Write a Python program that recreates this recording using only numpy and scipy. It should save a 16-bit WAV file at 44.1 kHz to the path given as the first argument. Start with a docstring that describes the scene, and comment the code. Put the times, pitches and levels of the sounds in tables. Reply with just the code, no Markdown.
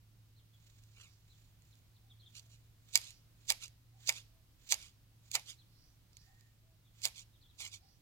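"""Hand shears trim a pine, a few metres away and to the right, over outdoor rumble and a distant engine's hum.
Far birds chirp first; needle noise brushes the blades, twigs crackle, blades scrape and a cuckoo calls.
From 3 s, five cuts: crunching noise swells, kicks snap the shoot, handles knock and blades scrape after.
A lull of rustles, twigs and a hoarse far whistle leads to two last cuts, the final one faint.
The trees scatter the work as short echoes and a fading hush of noise; the birds are blurred by echoes too."""
import sys
import numpy as np
from scipy import signal
from scipy.fft import rfft, irfft, next_fast_len
from scipy.io import wavfile
from scipy.ndimage import map_coordinates

SR = 44100
rng = np.random.default_rng(int(sys.argv[2]) if len(sys.argv) > 2 else 0)


def digitize_waveform(pressure):
    """Quantize a signal to 16-bit integers and store it at the path in sys.argv[1].

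    Rows of a 2-D input are taken as channels; values are limited to [-1, 1].
    """
    field = np.atleast_2d(pressure).T
    bounded = np.clip(field, -1, 1)
    quanta = np.round(bounded * 32767).astype(np.int16)
    wavfile.write(sys.argv[1], SR, quanta)


N = 353241
TIME = np.arange(N) / SR
SIZE = 2 * next_fast_len((N + SR // 2) // 2)
HZ = np.maximum(np.arange(SIZE // 2 + 1) * SR / SIZE, 1)

# Event levels set each layer's drive, ahead of tone colour and space; colour levels are relative.

# outdoor background spectrum: pitch_hz, level_db (per Hz)
AIR_COLOUR = [(12, -24), (25, -7.5), (42, -7.5), (80, -8), (115, -11.5), (160, -13.5), (210, -23),
              (300, -23.5), (400, -31), (650, -33.5), (1800, -37), (4200, -36), (9300, -42), (15000, -39)]
# likeness of the background at the two microphones: pitch_hz, likeness (-1 to 1)
AIR_LIKENESS = [(60, .85), (130, 0.76), (290, .7), (640, .45), (1400, 0.12), (3100, -.06), (7000, 0.1),
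                (15000, -0.19)]
AIR_DB = -76  # of the shared part above 400 Hz, before the left/right balance
# distant engine, gliding from point to point: time_s, firing_rate_hz, level_db
ENGINE_PATH = [(0.0, 109.2, -65.5), (0.87, 109.6, -63), (1.14, 106.2, -68), (2.56, 112.7, -64),
               (2.74, 108.9, -66), (3.03, 111.7, -67), (4.12, 115.2, -66), (4.21, 108.9, -62.5),
               (4.41, 107.6, -71), (4.81, 106.9, -67.5), (5.59, 115.2, -66), (5.81, 109.7, -69),
               (6.35, 109.7, -69.5), (7.29, 109.6, -66), (7.51, 100.1, -72.5), (7.75, 101, -63.5),
               (7.82, 99.4, -70), (8.0, 113.3, -72)]

# small birds' chirps: start_s, top_pitch_hz, length_s, level_db
CHIRPS = [(.345, 4580, 0.068, -74), (.52, 3540, .05, -74.5), (1.275, 4460, 0.083, -73),
          (1.717, 4210, 0.023, -71), (1.931, 4670, 0.054, -76), (2.094, 3820, 0.037, -65),
          (2.185, 4486, 0.043, -67), (2.218, 3390, .036, -68), (2.25, 3810, 0.033, -62),
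          (5.565, 4340, 0.067, -69.5), (6.84, 3780, 0.05, -75.5), (7.32, 3850, 0.057, -74.5),
          (7.401, 4560, 0.044, -70), (7.433, 3700, 0.042, -71.5), (7.475, 3996, 0.048, -72)]
# pitch through one chirp: position (share of length), drop (share from top to low pitch)
CHIRP_SHAPE = [(0, 0.8), (.35, 0.057), (.68, 0.71), (1, 1.2)]
CHIRP_LOW_HZ = 3160  # where a drop of one lands; the shape dips past it
# far cuckoo calls: start_s, level_db
CUCKOO_CALLS = [(2.02, -76.5), (3.92, -71.5), (6.255, -71), (7.805, -71)]
# the cuckoo's high and low note: delay_s, top_pitch_hz, low_pitch_hz, length_s, level_db (against the call)
CUCKOO_NOTES = [(0, 807, 669, .077, -1.5), (.343, 660, 630, .18, -13)]
# thin hoarse far whistle: start_s, top_pitch_hz, low_pitch_hz, length_s, level_db
WHISTLE = [(6.15, 1849, 1816, .392, -79)]
# pitch through an arched note: position (share of length), drop (share from top to low pitch)
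ARCH_SHAPE = [(0, 1), (0.449, 0), (.7, .25), (1, 0.95)]

# colour of the scatter from the trees: pitch_hz, level_db
TREE_COLOUR = [(200, -23), (700, -14), (1400, -15.5), (2300, -6), (3200, -5), (4800, -2.5), (7300, -9),
               (9300, -12), (11500, -8.5), (15500, -27)]
# direct sound at the left microphone against the right: pitch_hz, level_db
LEFT_COLOUR = [(200, -9.5), (600, 3), (1000, -4.5), (1400, -1.5), (2400, -3), (4400, -13.5), (5500, -13.5),
               (6600, -15.5), (8100, -10.5), (9400, -4), (11200, -5), (12500, -3), (15000, 2.5)]
LEFT_LEAD_S = .000131  # the direct sound comes this much sooner on the left

# sleeves swishing as the arms move: peak_s, level_db, swell_and_fade_s
SWISHES = [(1.12, -72, 0.058), (3.141, -68, 0.057), (5.818, -69.5, 0.11), (6.201, -66.5, 0.066),
           (7.89, -70.5, 0.087)]
SWISH_HZ = 5000  # centre of the band at the peak
# needles brushing the moving blades: peak_s, level_db, swell_s, fade_s
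BRUSHES = [(0.681, -68.5, 0.12, 0.27), (1.4, -72, 0.33, 0.12), (1.66, -72.5, 0.036, 0.16),
           (2.34, -69, 0.059, .28), (6.24, -71.5, 0.057, .24)]
# colour of brushed needles: pitch_hz, level_db
BRUSH_COLOUR = [(500, -27), (2500, -5), (4200, 0), (5500, -6.5), (7100, 0), (9300, -18), (15500, -16)]
# the blades push into the tuft just before each cut; the level is against the needle crunch
ENTRY_LEAD_S, ENTRY_SWELL_S, ENTRY_FADE_S, ENTRY_DB = .028, 0.069, .02, -28

# blades opening or closing on little: peak_s, level_db, swell_and_fade_s, handle_judder_level_db
SCRAPES = [(1.02, -61, 0.056, -65), (2.373, -52.5, 0.023, -69), (2.534, -64.5, 0.026, -101),
           (3.065, -55, 0.055, -86), (3.637, -47.5, 0.026, -61), (4.166, -50.5, 0.036, -60.5),
           (4.834, -54.5, 0.046, -67), (5.497, -49.5, .032, -67), (7.189, -51, 0.033, -87),
           (7.616, -45.5, 0.023, -73), (7.657, -49.5, 0.028, -59), (7.744, -50.5, 0.025, -84)]
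# colour of the sliding blades: pitch_hz, level_db
SCRAPE_COLOUR = [(150, -33), (600, -20), (1000, -21.5), (1700, -26.5), (2400, -6.5), (3200, -1), (4300, 1),
                 (5500, -4), (7100, 0), (9300, -14.5), (11000, -8.5), (15500, -28)]
# colour of the juddering handles: pitch_hz, level_db
JUDDER_COLOUR = [(150, -12.5), (750, -11), (1050, -11.5), (1400, -7), (1800, -11), (2250, 2.5),
                 (2900, -1.5), (5000, -17.5), (12000, -35)]

# cuts through a shoot: cut_s, snap_level_db, snap_hold_s, needle_crunch_level_db, bark_tear_level_db,
# blade_clank_level_db, handle_knock_level_db, last_strand_delay_s, last_strand_crack_level_db
CUTS = [(2.9561, -12, 0.00061, -36.5, -33, -33.5, -45.5, 0.018, -23.5),
        (3.502, -17.5, 0.0023, -36.5, -35.5, -36, -41.5, .0188, -25),
        (4.0926, -20, 0.0014, -32, -40, -29.5, -42.5, 0.031, -37.5),
        (4.7229, -17, 0.00082, -32, -33, -44, -42, .019, -26),
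        (5.353, -21.5, .0013, -35, -36.5, -41, -38.5, 0.042, -43),
        (7.0541, -18, 0.00035, -33, -37, -59.5, -46, 0.029, -40),
        (7.606, -42, 0.00099, -51, -50.5, -82, -59.5, 0.045, -39)]
# single twigs cracking around the cuts: start_s, level_db
TWIG_CRACKS = [(.837, -56), (1.621, -60), (1.754, -59), (2.353, -47), (2.395, -45.5), (3.015, -41),
               (3.106, -46.5), (3.68, -48), (5.315, -32), (5.3497, -30.5), (6.131, -59), (6.169, -45.5),
               (6.409, -56), (7.018, -42.5), (7.591, -53), (7.676, -43), (7.741, -59)]
# colour of breaking wood and needles: pitch_hz, level_db
SNAP_COLOUR = [(150, -47.5), (500, -28), (1400, -32), (2200, -7.5), (3100, -7), (4000, -2.5), (4800, 0.5),
               (5450, -7.5), (6400, -1), (7500, 0.5), (8400, -7.5), (9400, -18), (11000, -3.5),
               (15500, -23)]
# the blades close through the needles, then the bark tears
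CLOSING_S, TEAR_HOLD_S, TEAR_DECAY_S = 0.019, 0.0087, 0.0089
# fibres give way within this time either side of the snap; the level is against the needle crunch
SPLINTER_WINDOW_S, SPLINTER_DB, SPLINTER_SPREAD_DB = 0.012, -0.5, 2.0
# colour of the knock in the handles: pitch_hz, level_db
KNOCK_COLOUR = [(100, -19.5), (300, -14.5), (550, -3.5), (900, 5), (1200, -3), (1600, -3), (2200, 5.5),
                (3000, 0), (5000, -27), (12000, -42.5)]
# the handles strain before the shoot gives way, then ring down
STRAIN_S, KNOCK_DECAY_S = .0065, 0.017
# ringing of the steel blades: pitch_hz, width_hz, level_db (against the unrung sound)
BLADE_RINGS = [(2280, 220, -6), (2690, 150, -6), (2886, 60, -0.5), (3500, 250, -10), (4047, 130, -7.5),
               (4943, 160, -4), (5990, 64, -7), (6530, 260, -5), (7360, 53, -9.5)]
# the blades' lowest bending, set off as they jump through the shoot
CLANK_HZ, CLANK_WIDTH_HZ, CLANK_DECAY_S = 2230, 380, 0.0059

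TOP_HZ = 15900  # where the recorder stops passing treble


def undb(db):
    """Decibels to gain."""
    return 10 ** (np.asarray(db) / 20)


def unit(x):
    """Scale to an rms of one."""
    return x / np.sqrt(np.mean(np.abs(x) ** 2))


def across(points):
    """Read a (pitch_hz, value) table along the log-frequency axis."""
    hz, value = np.transpose(points)
    return np.interp(np.log(HZ), np.log(hz), value)


def filtered(x, response):
    """Pass a sound through a frequency response."""
    return irfft(rfft(x, SIZE) * response)[..., :N]


def colour(points):
    """Causal, minimum-phase tone colour of unit power with the given outline."""
    cepstrum = irfft(np.log(undb(across(points))))
    return unit(np.exp(rfft(2 * cepstrum[:SIZE // 2], SIZE)))


def walk(rate):
    """Smooth random wandering, rate knots per second, with an rms of one."""
    knots = rng.standard_normal(4096)
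    return unit(map_coordinates(knots, [TIME * rate], order=2, mode="wrap"))


def swell(at, rise, fall):
    """A bell-shaped envelope with its own rise and fall."""
    out = np.zeros(N)
    on = slice(*np.searchsorted(TIME, [at - 4 * rise, at + 4 * fall]))
    t = TIME[on] - at
    out[on] = np.exp(-(t / np.where(t < 0, rise, fall)) ** 2)
    return out


def burst(at, hold, decay):
    """An envelope that opens at once, holds and dies away."""
    out = np.zeros(N)
    on = slice(*np.searchsorted(TIME, [at, at + hold + 10 * decay]))
    out[on] = np.exp(-np.maximum(TIME[on] - at - hold, 0) / decay)
    return out


def crackle(rate, spread_db):
    """Dense tiny fractures: noise whose level wanders in uneven clumps."""
    return unit(rng.standard_normal(N) * undb(spread_db * walk(rate)))


def fibres():
    """Fibres tearing one after another: equal small kicks of either sign."""
    return np.sign(rng.standard_normal(N))


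def scatter(x, t60, build):
    """A short cloud of uneven echoes, different at each microphone."""
    t = TIME[:SR]
    tail = rng.standard_normal((2, SR)) * undb(-60 * t / t60) * (1 - np.exp(-t / build))
    tail /= np.sqrt(np.sum(tail ** 2, axis=1, keepdims=True))
    return signal.oaconvolve(x[None], tail, axes=1)[:, :N]


def air():
    """Low rumble largely shared by both microphones, with a faint, more separate hiss above it."""
    likeness = np.clip(across(AIR_LIKENESS), -.98, .98)
    outline = undb(across(AIR_COLOUR))
    outline /= np.sqrt(np.mean(outline ** 2 * (HZ > 400)))
    mid = filtered(rng.standard_normal(N), outline)
    # the less alike the microphones, the stronger the difference between them
    side = filtered(rng.standard_normal(N), outline * np.sqrt((1 - likeness) / (1 + likeness)))
    level = undb(AIR_DB + .5 * walk(1.8))
    return np.array([mid + side, mid - side]) * level * undb([[-.7], [.7]])


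def engine():
    """A distant engine, only its lowest note left, wavering in phase and level on the way."""
    s, hz, db = np.transpose(ENGINE_PATH)
    phase = 2 * np.pi * np.cumsum(np.interp(TIME, s, hz)) / SR + 0.28 * walk(18)
    level = undb(np.interp(TIME, s, db) + 1.4 * walk(8.4))
    return np.sqrt(2) * np.sin(phase) * level * undb([[-1.2], [.3]])


def calls(notes, shape, waver, rate):
    """Near-pure bird notes: a sine follows one pitch shape, swelling and fading over its length."""
    out, unsteady = np.zeros(N), 1 + waver * walk(rate)
    for at, top_hz, low_hz, length, db in notes:
        on = (TIME >= at) & (TIME < at + length)
        share = (TIME[on] - at) / length
        drop = np.interp(share, *np.transpose(shape))
        hz = (top_hz + (low_hz - top_hz) * drop) * unsteady[on]
        tone = np.sqrt(2) * np.sin(2 * np.pi * np.cumsum(hz) / SR)
        out[on] += undb(db) * np.sin(np.pi * share) * tone
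    return out


def birds():
    """Chirps, a cuckoo and a whistle from far off, blurred by the wood's echoes."""
    chirps = [(at, top_hz, CHIRP_LOW_HZ, length, db) for at, top_hz, length, db in CHIRPS]
    cuckoo = [(at + delay, top_hz, low_hz, length, db + note_db)
              for at, db in CUCKOO_CALLS for delay, top_hz, low_hz, length, note_db in CUCKOO_NOTES]
    song = calls(chirps, CHIRP_SHAPE, waver=.024, rate=470)
    song = song + calls(cuckoo, ARCH_SHAPE, waver=.006, rate=200)
    song = song + calls(WHISTLE, ARCH_SHAPE, waver=0.039, rate=760)
    direct = song * undb([[-5], [-4]])
    early = scatter(song, t60=0.086, build=0.0025)
    late = undb(-7) * scatter(song, t60=.5, build=0.014)
    return direct + early + late


def foliage(x, t60, treble_t60):
    """Many needles hand the energy back as a fading hush of noise whose treble dies first."""
    out = 0
    treble = across([(5000, 0), (10000, 1)])
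    tree_colour = unit(undb(across(TREE_COLOUR)))
    for seconds, share in ((t60, 1 - treble), (treble_t60, treble)):
        keep = np.exp(-2 * np.log(1000) / (seconds * SR))
        level = np.sqrt(signal.lfilter([1 - keep], [1, -keep], x ** 2))
        hush = np.array([unit(rng.standard_normal(N)) for _ in range(2)])
        out = out + filtered(level * hush, np.sqrt(share) * tree_colour)
    return out


def sleeves(knots_per_s, glide_hz_per_s):
    """Cloth sliding on cloth: a band of hiss that climbs through each arm movement."""
    weave = walk(knots_per_s) + 1j * walk(knots_per_s)
    out = np.zeros(N)
    for at, db, length in SWISHES:
        speed = swell(at, length, length)
        on = speed > 0
        t = TIME[on] - at
        carrier = np.exp(2j * np.pi * (SWISH_HZ + glide_hz_per_s * t / 2) * t)
        out[on] += undb(db) * speed[on] * np.real(weave[on] * carrier)
    return out


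def rubbing(strokes, outline, rate, spread_db):
    """Sticking and slipping: coloured crackle that swells and fades with each stroke."""
    speed = sum(undb(db) * swell(at, rise, fall) for at, db, rise, fall in strokes)
    return filtered(speed * crackle(rate, spread_db), colour(outline))


def brushing():
    """Needles sweep along the blades on the way into each cut and whenever the shears are moved."""
    entries = [(at - ENTRY_LEAD_S, crunch_db + ENTRY_DB, ENTRY_SWELL_S, ENTRY_FADE_S)
               for at, _, _, crunch_db, *_ in CUTS]
    return rubbing([*entries, *BRUSHES], BRUSH_COLOUR, rate=110, spread_db=3.0)


def scraping():
    """Steel rasps on steel, and the friction shakes the handles."""
    slides = [(at, db, length, length) for at, db, length, _ in SCRAPES]
    judders = [(at, db, length, length) for at, _, length, db in SCRAPES]
    rasp = rubbing(slides, SCRAPE_COLOUR, rate=560, spread_db=3.0)
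    rasp = rasp + rubbing(judders, JUDDER_COLOUR, rate=290, spread_db=4)
    # the blade-tip echo comes sooner or later as the contact slides, so the colour keeps shifting
    echo_s = .0007 + .00015 * walk(25)
    echo = map_coordinates(rasp, [(TIME - echo_s) * SR], order=3)
    return 0.94 * rasp + 0.92 * echo


def knocking():
    """The sudden release jolts the handles, which sound lower and longer than the snap."""
    jolts = 0
    for at, *_, db, _, _ in CUTS:
        jolt = swell(at, STRAIN_S, fall=0.00067) + burst(at, hold=.002, decay=KNOCK_DECAY_S)
        jolts = jolts + undb(db) * jolt
    return filtered(jolts * fibres(), colour(KNOCK_COLOUR))


def clanking():
    """The blades jump through the shoot and flex with a brief steely note."""
    flex = sum(undb(db) * burst(at, hold=0.00079, decay=CLANK_DECAY_S)
               for at, _, _, _, _, db, *_ in CUTS)
    bending = unit((1 + 2j * (HZ - CLANK_HZ) / CLANK_WIDTH_HZ) ** -2)
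    return filtered(flex * fibres(), bending)


def splinters(count):
    """Envelope of a few fibres breaking at random moments around every snap."""
    out = 0
    for at, _, _, crunch_db, *_ in CUTS:
        for offset, size in zip(rng.uniform(-1, 1, count), rng.standard_normal(count)):
            gain = undb(crunch_db + SPLINTER_DB + SPLINTER_SPREAD_DB * size)
            out = out + gain * burst(at + SPLINTER_WINDOW_S * offset, hold=0.00052, decay=.0011)
    return out


def cutting():
    """Needles crunch ever harder until the shoot snaps and tears to its last strand; stray twigs crack."""
    snaps = sum(undb(db) * (swell(at, rise=.0007, fall=.0001) + burst(at, hold, decay=.0008))
                for at, db, hold, *_ in CUTS)
    strands = [(at + delay, db) for at, *_, delay, db in CUTS]
    cracks = sum(undb(db) * burst(at, hold=.0007, decay=0.0013) for at, db in [*TWIG_CRACKS, *strands])
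    breaks = (snaps + cracks + splinters(count=3)) * fibres()
    tearing = sum(undb(db) * burst(at, TEAR_HOLD_S, TEAR_DECAY_S) for at, _, _, _, db, *_ in CUTS)
    bark = tearing * crackle(rate=600, spread_db=4)
    closing = sum(undb(db) * swell(at, CLOSING_S, fall=.005) for at, _, _, db, *_ in CUTS)
    # thin needles lean towards the treble
    needle_tilt = undb(across([(2000, -3), (3800, 4), (8000, 1.5), (12000, -2)]))
    needles = filtered(closing * crackle(rate=880, spread_db=4), needle_tilt)
    return filtered(breaks + bark + needles, colour(SNAP_COLOUR))


def shears():
    """The work rings the steel and arrives directly, off the nearest branches and by way of the trees."""
    modes = sum(undb(db) / (1 + 2j * (HZ - hz) / width) for hz, width, db in BLADE_RINGS)
    near = filtered(cutting() + clanking() + knocking() + scraping(), unit(1 + modes))
    near = near + brushing() + sleeves(knots_per_s=2000, glide_hz_per_s=4600)
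    lead = np.exp(2j * np.pi * HZ * LEFT_LEAD_S)
    left = filtered(near, undb(across(LEFT_COLOUR)) * lead)
    branches = scatter(near, t60=0.034, build=.0005) * undb([[-15], [-14]])
    trees = foliage(near, t60=.43, treble_t60=.3) * undb([[-25], [-21]])
    return np.array([left, near]) + branches + trees


def scene():
    """The shears in front of the garden's background."""
    return air() + engine() + birds() + shears()


def record(dry):
    """The recorder cuts the top with a steep low-pass."""
    return signal.sosfilt(signal.ellip(10, .2, 70, TOP_HZ, fs=SR, output="sos"), dry)


dry = scene()
out = record(dry)
digitize_waveform(out)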